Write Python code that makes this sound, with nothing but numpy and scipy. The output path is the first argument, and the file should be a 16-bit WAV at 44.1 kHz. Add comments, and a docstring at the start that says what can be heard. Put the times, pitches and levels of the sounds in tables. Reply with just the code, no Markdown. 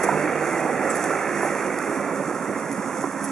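"""A snowy street, heard from an upper floor through a small camera, as a diesel box truck rolls away.
Periodic firing makes the engine drone, clatter and throb, and brief low tones waver in the noise.
Snow collapses under the tyres with a crunch, and knocks ring the modes of the box now and then.
Close by there is a thin hiss with a few scuffs, squeaks and clicks. The camera favours its right side."""
import sys
import numpy as np
from scipy import signal
from scipy.fft import rfft, irfft, next_fast_len
from scipy.io import wavfile
from scipy.ndimage import uniform_filter1d, map_coordinates

SR = 44100
rng = np.random.default_rng(int(sys.argv[2]) if len(sys.argv) > 2 else 0)


def put_to_file(sound):
    """Save the sound as 16-bit audio at rate SR, in the file named by the first command-line argument."""
    columns = np.atleast_2d(sound).T  # one column per channel
    safe = np.clip(columns, -1, 1)
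    whole_steps = np.round(safe * 32767)
    wavfile.write(sys.argv[1], SR, whole_steps.astype(np.int16))


N = 145971

# the running engine (time [s], firing rate [Hz], base level of its tones [dB])
ENGINE_RUN = [(0, 50.3, -57.5), (.9, 50.1, -64), (1.7, 51.54, -62), (2.2, 53.8, -72), (2.7, 54.5, -77),
              (3.31, 55.35, -80)]
# spectrum of the near sounds (frequency [Hz], level [dB])
NEAR_SPECTRUM = [(2000, -3), (3300, -6), (4600, -7), (5500, 3), (6200, 7), (7800, 5.5), (9200, 2.5),
                 (10200, 3), (10650, 7.5), (11100, 1.5), (11600, -12)]


def amp(db):
    """Decibels to amplitude ratio."""
    return 10 ** (np.asarray(db) / 20)


def unit(x):
    """Normalise to rms 1."""
    return x / np.sqrt(np.mean(x ** 2) + 1e-20)


def along(points, hz):
    """Interpolation on a logarithmic frequency axis."""
    f, v = np.transpose(points)
    return np.interp(np.log(hz + 1), np.log(f + 1), v)


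def clock():
    """Sample times in seconds."""
    return np.arange(N) / SR


def curves(rows):
    """Linear interpolation in time of each column after the first."""
    times, *columns = np.transpose(rows)
    return [np.interp(clock(), times, column) for column in columns]


def wobble(rate):
    """Smooth random modulation: a spline with rate knots a second."""
    return map_coordinates(rng.standard_normal(1024), [clock() * rate], mode="mirror")


def filtered(x, response):
    """Linear filtering: the spectrum of x times a frequency response."""
    n = x.shape[-1]
    padded = next_fast_len(n + 4096)
    hz = np.fft.rfftfreq(padded, 1 / SR)
    return irfft(rfft(x, padded) * response(hz), padded)[..., :n]


def noise():
    """Uncorrelated white noises. Every source has these two rows: mid and side."""
    return rng.standard_normal((2, N))


def centred(x):
    """A coherent signal: all mid, no side."""
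    return np.outer([1, 0], x)


def bell(x):
    """Gaussian curve, x in standard deviations."""
    return np.exp(-.5 * x ** 2)


def grains(per_s, spread_db):
    """Shot noise: random impulses of uneven size."""
    hits = rng.random(N) < per_s / SR
    return unit(hits * noise() * amp(spread_db * rng.standard_normal(N)))


def coloured(x, spectrum):
    """Spectral shaping, at rms 1."""
    return unit(filtered(x, lambda hz: amp(along(spectrum, hz))))


def band(x, centre_hz, octaves):
    """Gaussian band-pass, at rms 1."""
    return unit(filtered(x, lambda hz: bell(np.log2((hz + 1) / centre_hz) / octaves)))


def burst(x, envelope):
    """Windowing, with the energy set by the envelope."""
    y = x * envelope
    return y * np.sqrt(np.sum(envelope ** 2) / (np.sum(y ** 2, axis=1, keepdims=True) + 1e-20))


def patchy(x, depth_db):
    """Random gain in brief, narrow patches of time and frequency."""
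    spectra = signal.stft(x, nperseg=2048)[2]
    field = uniform_filter1d(rng.standard_normal(spectra.shape[1:]), size=3, axis=0)
    field = uniform_filter1d(field, size=6, axis=1)
    return unit(signal.istft(spectra * amp(depth_db * unit(field)))[1][:, :N])


def hiss(prickle=0.47, flicker_db=1):
    """Continuous noise plus shot noise gives a thin, prickly hiss."""
    # the hiss (time [s], level [dB])
    hiss_level = [(0, -42.5), (.35, -45), (.5, -42), (.8, -46.5), (1.0, -40), (1.2, -44), (1.45, -42.5),
                  (1.68, -45.5), (1.92, -44), (2.1, -47.5), (2.6, -46), (3.12, -45), (3.31, -42.5)]
    fizz = patchy(noise(), depth_db=2.5) + prickle * grains(per_s=400, spread_db=2)
    return amp(curves(hiss_level)[0] + flicker_db * wobble(30.47)) * coloured(fizz, NEAR_SPECTRUM)


def ticks(t60_s=0.0046):
    """Noise with a sudden onset and fast exponential decay is heard as tiny clicks."""
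    # near clicks (time [s], level [dB])
    clicks = [(1.04, -31), (1.788, -27.5)]
    t = clock()
    envelope = sum((t >= s) * amp(db - 60 * np.abs(t - s) / t60_s) for s, db in clicks)
    return envelope * coloured(noise(), NEAR_SPECTRUM)


def scuffs(squeak_octaves=0.028):
    """Friction near the microphones: broadband rubbing with a narrowband squeak."""
    # rubs (time [s], level [dB], Gaussian width [s], squeak [Hz], squeak's share of power [0-1])
    rubs = [(0.041, -29, 0.0069, 10700, 0.45), (0.908, -31.5, 0.0076, 7660, 0.9),
            (0.91, -40, 0.009, 9600, 0.9), (0.959, -36, .01, 10900, 0.6),
            (1.042, -32.5, 0.0022, 6250, 0.05), (1.445, -41.5, 0.023, 10650, 0.75),
            (2.726, -39, .006, 10400, 0.7), (3.016, -40.5, 0.0061, 6700, 0.4),
            (3.247, -35, 0.0088, 10670, 0.89)]
    out = np.zeros((2, N))
    rub = coloured(noise(), NEAR_SPECTRUM)
    for s, db, width, hz, share in rubs:
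        squeak = band(noise(), hz, squeak_octaves)
        sound = np.sqrt(1 - share) * rub + np.sqrt(share) * squeak
        out += amp(db) * burst(sound, bell((clock() - s) / width))
    return out


def body(shake_db=1.66):
    """Forced vibration: the shaking truck's resonances swell and fade as it moves on."""
    # resonances (centre [Hz], half-width [Hz], level [dB], peak time [s], fade to either side [dB/s])
    resonances = [(1329, 98, -35.5, 0.85, 2.5), (203, 8.8, -41.5, 3.14, 5), (945, 320, -36.5, 2.86, 3),
                  (761, 103, -32.5, 0.64, 12.5), (347, 18.6, -35.5, 1.42, 9.5), (546, 36, -41.5, 2.1, 3.5)]
    out = np.zeros((2, N))
    for centre, width, db, peak_s, fade in resonances:
        ring = unit(filtered(noise(), lambda hz: 1 / (1 + ((hz - centre) / width) ** 2)))
        out += amp(db - fade * np.abs(clock() - peak_s) + shake_db * wobble(27.2)) * ring
    return out


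def brief_tones(waver=0.0098, flutter_db=2.0):
    """Modulation of pitch and level: low tones waver, swell and fade within the truck's noise."""
    # tones (time [s], level [dB], pitch [Hz], Gaussian width [s])
    swells = [(0.188, -30.5, 580, 0.034), (0.247, -26, 301.4, 0.024), (0.4, -34.5, 470, 0.044),
              (0.55, -32.5, 332, 0.081), (0.883, -33, 549, 0.043), (1.21, -38, 387.5, .07),
              (1.485, -28.5, 803, 0.0097), (1.93, -35, 404, .04)]
    out = np.zeros(N)
    for s, db, hz, width in swells:
        pitch = hz * (1 + waver * wobble(30.23))
        note = unit(np.sin(2 * np.pi * np.cumsum(pitch) / SR))
        out += amp(db + flutter_db * wobble(42.5)) * bell((clock() - s) / width) * note
    return centred(out)


def knocks(ringing=0.91, attack_s=0.00069, shudder_t60_s=0.057, box_t60_s=0.039):
    """Impact excitation: each blow gives a dull shudder and rings the damped modes near its band."""
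    # blows on the box (time [s], level [dB], centre [Hz])
    blows = [(0.0876, -13, 850), (.127, -16.5, 610), (.169, -21, 406), (.697, -17.5, 635),
             (1.4314, -16, 780), (1.448, -19, 530), (1.551, -23.5, 560), (2.134, -23.5, 476),
             (2.203, -30, 298), (2.277, -26, 272), (2.497, -22.5, 308), (3.0385, -19.5, 980),
             (3.04, -20.5, 332)]
    # modes of the box (frequency [Hz], level [dB])
    box_modes = [(275, -8), (352, 0.5), (560, -3), (705, 0), (985, 3.5)]
    out = np.zeros((2, N + SR))
    t = np.arange(SR // 8) / SR
    attack = 1 - np.exp(-t / attack_s)
    envelope = attack * amp(-60 * t / shudder_t60_s)
    envelope_rms = np.sqrt(np.mean(envelope ** 2))
    lead = SR // 100  # room for the band-pass to spread ahead of the onset
    for s, db, hz in blows:
        jolt = rng.standard_normal((2, len(t))) * envelope
        shudder = band(np.pad(jolt, ((0, 0), (lead, 0))), hz, octaves=0.43)
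        modes = 0
        for mode_hz, mode_db in box_modes:
            coupling = bell(np.log2(mode_hz / hz) / 0.6)  # 0.6 octave spread
            modes += amp(mode_db) * coupling * np.sin(2 * np.pi * (mode_hz * t + rng.random()))
        ring = unit(np.pad(modes * attack * amp(-60 * t / box_t60_s), (lead, 0)))
        thud = (shudder + ringing * centred(ring)) / np.hypot(1, ringing)
        onset = round(s * SR)
        out[:, onset - lead:onset + len(t)] += amp(db) * envelope_rms * thud
    return out[:, :N]


def tyres(crunch=0.63, lumps_db=0.6, gain_db=-2):
    """Many small, muffled collapses of snow under the treads add up to noise."""
    # the crunch (time [s], level [dB])
    snow_level = [(0, -25), (.35, -27.5), (.85, -26.5), (1.5, -29), (2.0, -30), (2.55, -32.5), (3.31, -39)]
    # its spectrum (frequency [Hz], level [dB])
    snow_spectrum = [(60, -60), (150, -49), (260, -6), (340, 0), (520, 0), (660, -5), (800, -8.5),
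                     (920, -10), (1200, -7.5), (2000, -40)]
    snow = coloured(noise() + crunch * grains(per_s=700, spread_db=4.5), snow_spectrum)
    return amp(curves(snow_level)[0] + gain_db + lumps_db * wobble(34.9)) * snow


def firing_phase(waver=0.0049):
    """Phase is the integral of frequency: one turn for each firing."""
    rate_hz = curves(ENGINE_RUN)[0] * (1 + waver * wobble(7.75))
    return 2 * np.pi * np.cumsum(rate_hz) / SR


def exhaust(phase, gain_db=-4.0, shake_db=1, hum_flutter_db=2, crest_s=2.5):
    """Amplitude modulation: a rumble and a fifth-harmonic hum throb together once in four firings."""
    # the rumble (time [s], level [dB])
    rumble_level = [(0, -34.5), (.2, -32), (.35, -35), (.9, -31), (1.6, -35), (2.25, -32), (3.31, -33.5)]
    # its spectrum (frequency [Hz], level [dB])
    rumble_spectrum = [(20, -52), (60, -45), (85, -22), (120, -19), (150, -8), (200, -4), (240, -5.5),
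                       (290, 0), (330, -9), (450, -26), (900, -60)]
    # the hum comes through once the tail faces the house (time [s], level [dB])
    hum_level = [(1.6, -47.5), (2.25, -41), (2.7, -48), (3.31, -35)]
    # the throb deepens as the truck draws away (time [s], swing [dB])
    throb_depth = [(1.2, 1), (2.2, 4.2)]
    cycle = (phase - np.interp(crest_s, clock(), phase)) / 4
    throb_db = curves(throb_depth)[0] * np.cos(cycle)
    rumble_db = curves(rumble_level)[0] + gain_db + throb_db + shake_db * wobble(26.53)
    rumble = amp(rumble_db) * coloured(noise(), rumble_spectrum)
    tone = unit(np.sin(5 * phase + 2 * np.pi * rng.random()))
    hum = amp(curves(hum_level)[0] + throb_db + hum_flutter_db * wobble(22.28)) * tone
    return rumble + centred(hum)


def engine(phase, flutter_db=2.5, pulsing=0.18, clatter_db=0.22, dulling_db_per_s=0.5):
    """Periodic excitation: harmonics of the firing rate, and a clatter that swells with each firing."""
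    # engine tones (multiple of the firing rate, level over the base [dB])
    harmonics = [(1, 3.5), (2, 0), (3, 11.5), (4, 14)]
    # the clatter (time [s], level [dB])
    clatter_level = [(0, -31), (.27, -30), (.7, -33), (1.25, -31), (1.7, -33), (2.3, -38.5), (2.9, -39),
                     (3.31, -39.5)]
    # its spectrum (frequency [Hz], level [dB])
    clatter_spectrum = [(100, -56), (500, 0), (950, -8.5), (1200, -6), (1520, 0), (1800, 1), (2100, -1),
                        (2400, -7), (2700, -12.5), (2950, -25.5), (3400, -29), (4600, -31), (6000, -43)]
    base_db = curves(ENGINE_RUN)[1]
    tones = np.zeros(N)
    for k, db in harmonics:
        gain = amp(base_db + db + flutter_db * np.sqrt(k) * wobble(7.18))
        tones += gain * np.sin(k * phase + 2 * np.pi * rng.random())
    pulses = patchy(noise(), depth_db=2.0) * (1 + pulsing * np.cos(phase))
    clatter = coloured(pulses, clatter_spectrum)
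    # directivity: the treble above 2 kHz fades as the truck turns its back
    treble = filtered(clatter, lambda hz: 1 - 1 / (1 + (hz / 2000) ** 20))
    treble_db = 1.06 - dulling_db_per_s * clock()
    clatter += treble * (amp(treble_db) - 1)
    return np.sqrt(2) * centred(tones) + amp(curves(clatter_level)[0] + clatter_db) * clatter


def microphones(pair, left_lead_s=2.2e-5):
    """Two close ports lose coherence in the treble; the right is louder, the left slightly early."""
    # gain of the side signal (frequency [Hz], level [dB])
    side_gain = [(40, -12), (100, -17), (170, -23), (500, -23), (1000, -19), (1800, -15), (2500, -12),
                 (3300, -7.5), (6000, -6), (11000, -4)]
    # left relative to right (frequency [Hz], level [dB])
    balance = [(100, -7.5), (600, -6), (1250, -6), (1900, -3.5), (2500, -4), (3500, -2), (5500, -3.5),
               (7300, -6), (11000, -6.5)]
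    mid = pair[0]
    side = filtered(pair[1], lambda hz: amp(along(side_gain, hz)))
    half = np.array([[.5], [-.5]])

    def ports(hz):
        return amp(half * along(balance, hz)) * np.exp(2j * np.pi * hz * half * left_lead_s)
    return filtered(np.array([mid + side, mid - side]), ports)


def scene():
    """Superposition of the truck and the near sounds at the two microphones."""
    phase = firing_phase()
    truck = engine(phase) + exhaust(phase) + body() + brief_tones() + tyres() + knocks()
    return amp(0.78) * microphones(truck + hiss() + scuffs() + ticks())


def record(dry):
    """Filters in cascade: the camera's three notches, bass roll-off and band limit."""
    # notch filters (centre [Hz], half-width [Hz])
    notches = [(3020, 140), (4020, 227), (5020, 180)]
    low_cut_hz, top_hz = 73, 11700

    def response(hz):
        dips = [1 - np.exp(-((hz - centre) / width) ** 2) for centre, width in notches]
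        low_cut = 1 - np.exp(-(hz / low_cut_hz) ** 2)
        return np.prod(dips, axis=0) * low_cut * (hz < top_hz)
    return filtered(dry, response)


dry = scene()
out = record(dry)
put_to_file(out)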